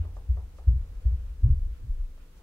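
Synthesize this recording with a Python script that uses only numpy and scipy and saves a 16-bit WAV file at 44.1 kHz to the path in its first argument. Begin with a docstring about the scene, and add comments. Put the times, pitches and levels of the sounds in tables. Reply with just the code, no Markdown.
"""Dull, low thumps in a quiet room: cloth-wrapped fingers are polishing a leather shoe held on a table.
Each stroke grips and lets go, so the shoe shudders, and the table carries this up the stand to a
stereo microphone. Through the air come only a few soft pats and the light rubbing of the cloth,
over faint room noise and hum."""
import sys
import numpy as np
from scipy import signal
from scipy.fft import rfft, irfft
from scipy.io import wavfile

SR = 44100
rng = np.random.default_rng(int(sys.argv[2]) if len(sys.argv) > 2 else 0)


def to_wav(sig):
    """Store sig (one row per channel, or 1-D mono) as 16-bit WAV at the path in sys.argv[1].

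    Samples outside -1..1 are clipped; the rate is SR.
    """
    pcm = np.clip(np.atleast_2d(sig), -1, 1) * 32767
    pcm = np.round(pcm).astype(np.int16)
    wavfile.write(sys.argv[1], SR, pcm.T)  # frames by channels


N = 106854
TIME = np.arange(N) / SR


def from_db(db):
    """Decibels to gain."""
    return 10 ** (np.asarray(db) / 20)


def at_hz(points, hz):
    """Read a table on a log-frequency axis."""
    freqs, values = np.transpose(points)
    return np.interp(np.log(hz), np.log(freqs), values)


def swell(centre_s, level_db, spread_s):
    """A smooth, bell-shaped rise and fall in level."""
    return from_db(level_db) * np.exp(-.5 * ((TIME - centre_s) / spread_s) ** 2)


def resonance(x, hz, width_hz):
    """Two-pole resonance with gain 1 at its peak."""
    r = np.exp(-np.pi * width_hz / SR)
    poles = [1, -2 * r * np.cos(2 * np.pi * hz / SR), r * r]
    return signal.lfilter(np.array([1, 0, -1]) * (1 - r * r) / 2, poles, x + 1e-18)


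# How alike the room sounds at the left and right capsules: freq_hz, correlation
CAPSULE_LIKENESS = [(100, 0.99), (250, 0.85), (500, 0.53), (1000, 0.49), (2000, 0.066), (8000, 0.041)]
def noise(colour):
    """Stereo noise at rms 1, falling away beyond its colour's ends, alike on both sides in the bass."""
    hz = np.maximum(np.fft.rfftfreq(N, 1 / SR), 1)
    low_hz, high_hz = colour[0][0] / 2, colour[-1][0] * 2
    gain = from_db(at_hz(colour, hz)) / (1 + (low_hz / hz) ** 4) / (1 + (hz / high_hz) ** 4)
    alike = at_hz(CAPSULE_LIKENESS, hz)
    mid, side = rfft(rng.standard_normal((2, N)))
    spectra = np.sqrt(1 + alike) * mid + np.sqrt(1 - alike) * side * [[1], [-1]]
    pair = irfft(gain * spectra, N)
    return pair / np.sqrt(np.mean(pair ** 2))


# Tone of the quiet room, with the microphone's own hiss: freq_hz, relative_db
ROOM_COLOUR = [(100, 3.5), (180, -4.5), (260, -9), (360, -7.5), (490, -8), (700, -16), (1000, -15),
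               (1400, -16), (2000, -18), (3000, -20), (5000, -23), (10000, -25.5), (15500, -26.5)]
def room_tone(level_db=-62, right_db=0.84):
    """An even hiss, a little stronger in the right capsule."""
    return from_db(level_db) * noise(ROOM_COLOUR) * from_db([[-right_db / 2], [right_db / 2]])


# Hum in the background of the room: pitch_hz, rms_db
HUM_LINES = [(156.1, -70), (236.9, -78), (296.1, -74.5), (489.9, -78)]
def hum():
    """A few faint, steady tones."""
    return sum(from_db(db) * np.sqrt(2) * np.sin(2 * np.pi * (hz * TIME + rng.random()))
               for hz, db in HUM_LINES)


# Rumble of the table, picked up through the stand: freq_hz, relative_db
RUMBLE_COLOUR = [(20, -14), (33, 0), (48, -2.5), (65, -4), (90, -28.5), (130, -31.5), (200, -48.5)]
# Strength of that rumble as the hands lean: time_s, relative_db
LEANING_HANDS = [(0.0, -39), (0.61, -42), (0.82, -38.5), (1.21, -40), (1.42, -38), (1.58, -31), (1.85, -38),
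                 (2.27, -50), (2.42, -53.5)]
def tremble(gain_db=0.5):
    """The leaning hands never let the table come quite to rest."""
    leaning_db = np.interp(TIME, *np.transpose(LEANING_HANDS))
    return from_db(gain_db + leaning_db) * noise(RUMBLE_COLOUR)


# Cloth dragging on leather, heard through the air: freq_hz, relative_db
CLOTH_DRAG_COLOUR = [(200, -0.5), (340, -16), (470, -2.5), (620, -11.5), (1000, -17), (1800, -19.5),
                     (3500, -29)]
def drag(light_db=-67, firm_db=-62.5, touch_db=-75):
    """The cloth drags lightly at first, firmly through the middle strokes, then fades to a touch."""
    times_s = [0.75, 0.82, 1.13, 1.49]
    level_db = np.interp(TIME, times_s, [light_db, firm_db, firm_db, touch_db])
    return from_db(level_db) * noise(CLOTH_DRAG_COLOUR)


# Light passes over the polish, at the microphone: centre_s, level_db
LIGHT_PASSES = [(0.02, -65.5), (1.19, -72), (1.296, -72), (1.749, -69.5), (2.005, -73.5), (2.215, -69.5),
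                (2.359, -72)]
# Their whisper: freq_hz, relative_db
WHISPER_COLOUR = [(600, -23), (1000, -5), (1350, 5), (1900, -7), (2800, -1), (4000, -12), (9000, -30.5)]
def glides(spread_s=0.034):
    """Gliding lightly, the cloth only whispers."""
    return sum(swell(centre, db, spread_s) for centre, db in LIGHT_PASSES) * noise(WHISPER_COLOUR)


# Cloth pressed into the leather: freq_hz, relative_db
DULL_SCUFF_COLOUR = [(170, -15), (220, 2.5), (310, -9.5), (430, -21.5), (800, -29)]
def scuffs(strokes, after_s=0.052, spread_s=0.04):
    """Pressed hard, the cloth scuffs dully, loudest in the middle of a stroke."""
    pressure = sum(swell(start + after_s, scuff_db, spread_s) for start, *_, scuff_db in strokes)
    return pressure * noise(DULL_SCUFF_COLOUR)


# A pat on the hollow shoe, heard through the air: freq_hz, relative_db
HOLLOW_PAT_COLOUR = [(200, -27), (380, -3.5), (600, -8.5), (850, -6.5), (1150, -15.5), (1450, -21),
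                     (2500, -38), (5000, -40.5)]
# The swish that comes with it: freq_hz, relative_db
CLOTH_SWISH_COLOUR = [(800, -12.5), (2500, 1), (4000, -2.5), (6000, 1.5), (9500, -6), (15000, -25)]
# Cloth landing on the leather: start_s, pat_db, swish_db, rise_s, t60_s
LANDINGS = [(-0.03, -58, -79, 0.081, 0.42), (0.161, -54, -69, .007, 0.17), (0.366, -53, -80, 0.0055, 0.24),
            (0.581, -56.5, -69, 0.0046, 0.21), (2.173, -68, -77, 0.00396, 0.1),
            (2.33, -62.5, -70, 0.099, 0.25)]
def pats(swish_s=0.014, tail_db=-19, room_t60_s=0.92):
    """The cloth swishes as it lands; the pat builds up, dies quickly and leaves a short room tail."""
    body, swish = np.zeros(N), np.zeros(N)
    for start, pat_db, swish_db, rise, t60 in LANDINGS:
        age = np.maximum(TIME - start, 0)
        fading = np.maximum(age - rise, 0)
        decay = from_db(-60 * fading / t60) + from_db(tail_db - 60 * fading / room_t60_s)
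        body += from_db(pat_db) * np.minimum(age / rise, 1) ** 2 * decay
        swish += swell(start + rise / 2, swish_db, swish_s)
    return body * noise(HOLLOW_PAT_COLOUR) + swish * noise(CLOTH_SWISH_COLOUR)


# Resonances of the shoe's hollow leather upper: pitch_hz, width_hz, relative_db
UPPER_MODES = [(505, 55, -1.5), (590, 108, 10), (695, 80, -3), (980, 60, -16), (1188, 74, 2),
               (1910, 250, -6)]
def knocks(knock_db=3, scatter_db=2):
    """As each pat peaks, fingertips knock through the cloth and ring the leather, never twice alike."""
    out = np.zeros(N)
    strengths = from_db(rng.normal(0, scatter_db, (len(LANDINGS), len(UPPER_MODES))))
    for (start, pat_db, _, rise, _), strength in zip(LANDINGS, strengths):
        age = np.maximum(TIME - start - rise, 0)
        for k, (hz, width, db) in enumerate(UPPER_MODES):
            ring = np.exp(-np.pi * width * age) * np.sin(2 * np.pi * hz * age)
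            out += (-1) ** k * strength[k] * from_db(pat_db + knock_db + db) * ring
    return out


def stand(bounce, rock_hz=58, rock_width_hz=110, rock_db=-20, tilt_db=0.35):
    """The stand shakes the left capsule slightly more; rocking sideways, it moves the two oppositely."""
    speed = np.gradient(bounce.mean(axis=0)) * SR / (2 * np.pi * rock_hz)   # a quarter cycle ahead
    rocking = from_db(rock_db) * resonance(speed, rock_hz, rock_width_hz)
    return bounce * from_db([[tilt_db], [-tilt_db]]) + rocking * [[-1], [1]]


# Resonances of table and stand, between shoe and microphone: pitch_hz, width_hz, gain_db
SUPPORT_MODES = [(26.14, 1.92, 10), (60.06, 7.8, 6), (82.35, 4.07, 6)]
def table(force):
    """The push arrives directly and leaves the table's modes ringing."""
    return force + sum(from_db(db) * resonance(force, hz, width) for hz, width, db in SUPPORT_MODES)


def shudder(start_s, level_db, hz, rise_s):
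    """A vibration that swells as the cloth grips and dies as it slides."""
    age = np.maximum(TIME - start_s, 0)
    swing = (age / rise_s * np.exp(1 - age / rise_s)) ** 2
    return from_db(level_db) * swing * np.sin(2 * np.pi * hz * age)


# Polishing strokes, right at the shoe:
# start_s, push_db, pitch_hz, rise_s, chatter_db, rebound_db, rock_db, scuff_db
POLISHING_STROKES = [(-0.007, -24, 77, 0.014, -49, -49.5, -53, -61.5),
                     (0.2883, -19, 62.9, 0.015, -57, -32.5, -43, -66.5),
                     (0.67, -13.5, 61.1, 0.013, -26, -28.5, -36.5, -61.5),
                     (1.049, -18, 59.3, 0.016, -35, -26, -37.5, -65.5),
                     (1.4309, -14.5, 51.5, 0.01, -16.5, -21, -20, -47.5),
                     (1.8243, -34.5, 47.4, 0.007, -38, -54, -22, -67.5)]
def shoe(soft_hz=165):
    """Each stroke pushes the shoe and leaves it rocking; the soft leather rounds it all off."""
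    force = np.zeros(N)
    for start, push_db, hz, rise, chatter_db, rebound_db, rock_db, _ in POLISHING_STROKES:
        force += shudder(start, push_db, hz, rise)
        # the gripping cloth chatters, then slips on faster and more weakly
        force += shudder(start + 0.0066, chatter_db, hz=109.6, rise_s=0.017)
        force += shudder(start + 0.0331, chatter_db - 6.5, hz=126.2, rise_s=0.029)
        # as the cloth lets go the shoe springs back, more weakly than it was pushed
        force += shudder(start + 0.05732, rebound_db, hz=71.1, rise_s=0.023)
        # then it rocks slowly on its sole, and sways back more gently
        force += shudder(start + 0.0642, rock_db, hz=32.8, rise_s=0.021)
        force += shudder(start + 0.166, rock_db - 2.5, hz=32.22, rise_s=0.034)
    return signal.sosfiltfilt(signal.butter(6, soft_hz, fs=SR, output="sos"), force)


def scene(lag_samples=5):
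    """Thumps through the table, cloth and room through the air; the right capsule hears all later."""
    thumps = stand(table(shoe()) + tremble())
    cloth = drag() + scuffs(POLISHING_STROKES) + glides() + pats() + knocks()
    left, right = thumps + cloth + hum() + room_tone()
    late_right = np.pad(right, (lag_samples, 0), mode="edge")[:N]
    return np.array([left, late_right])


def record(dry):
    """The top is cut steeply above 15750 Hz."""
    return signal.sosfilt(signal.ellip(12, .1, 90, 15750, fs=SR, output="sos"), dry)


dry = scene()
out = record(dry)
to_wav(out)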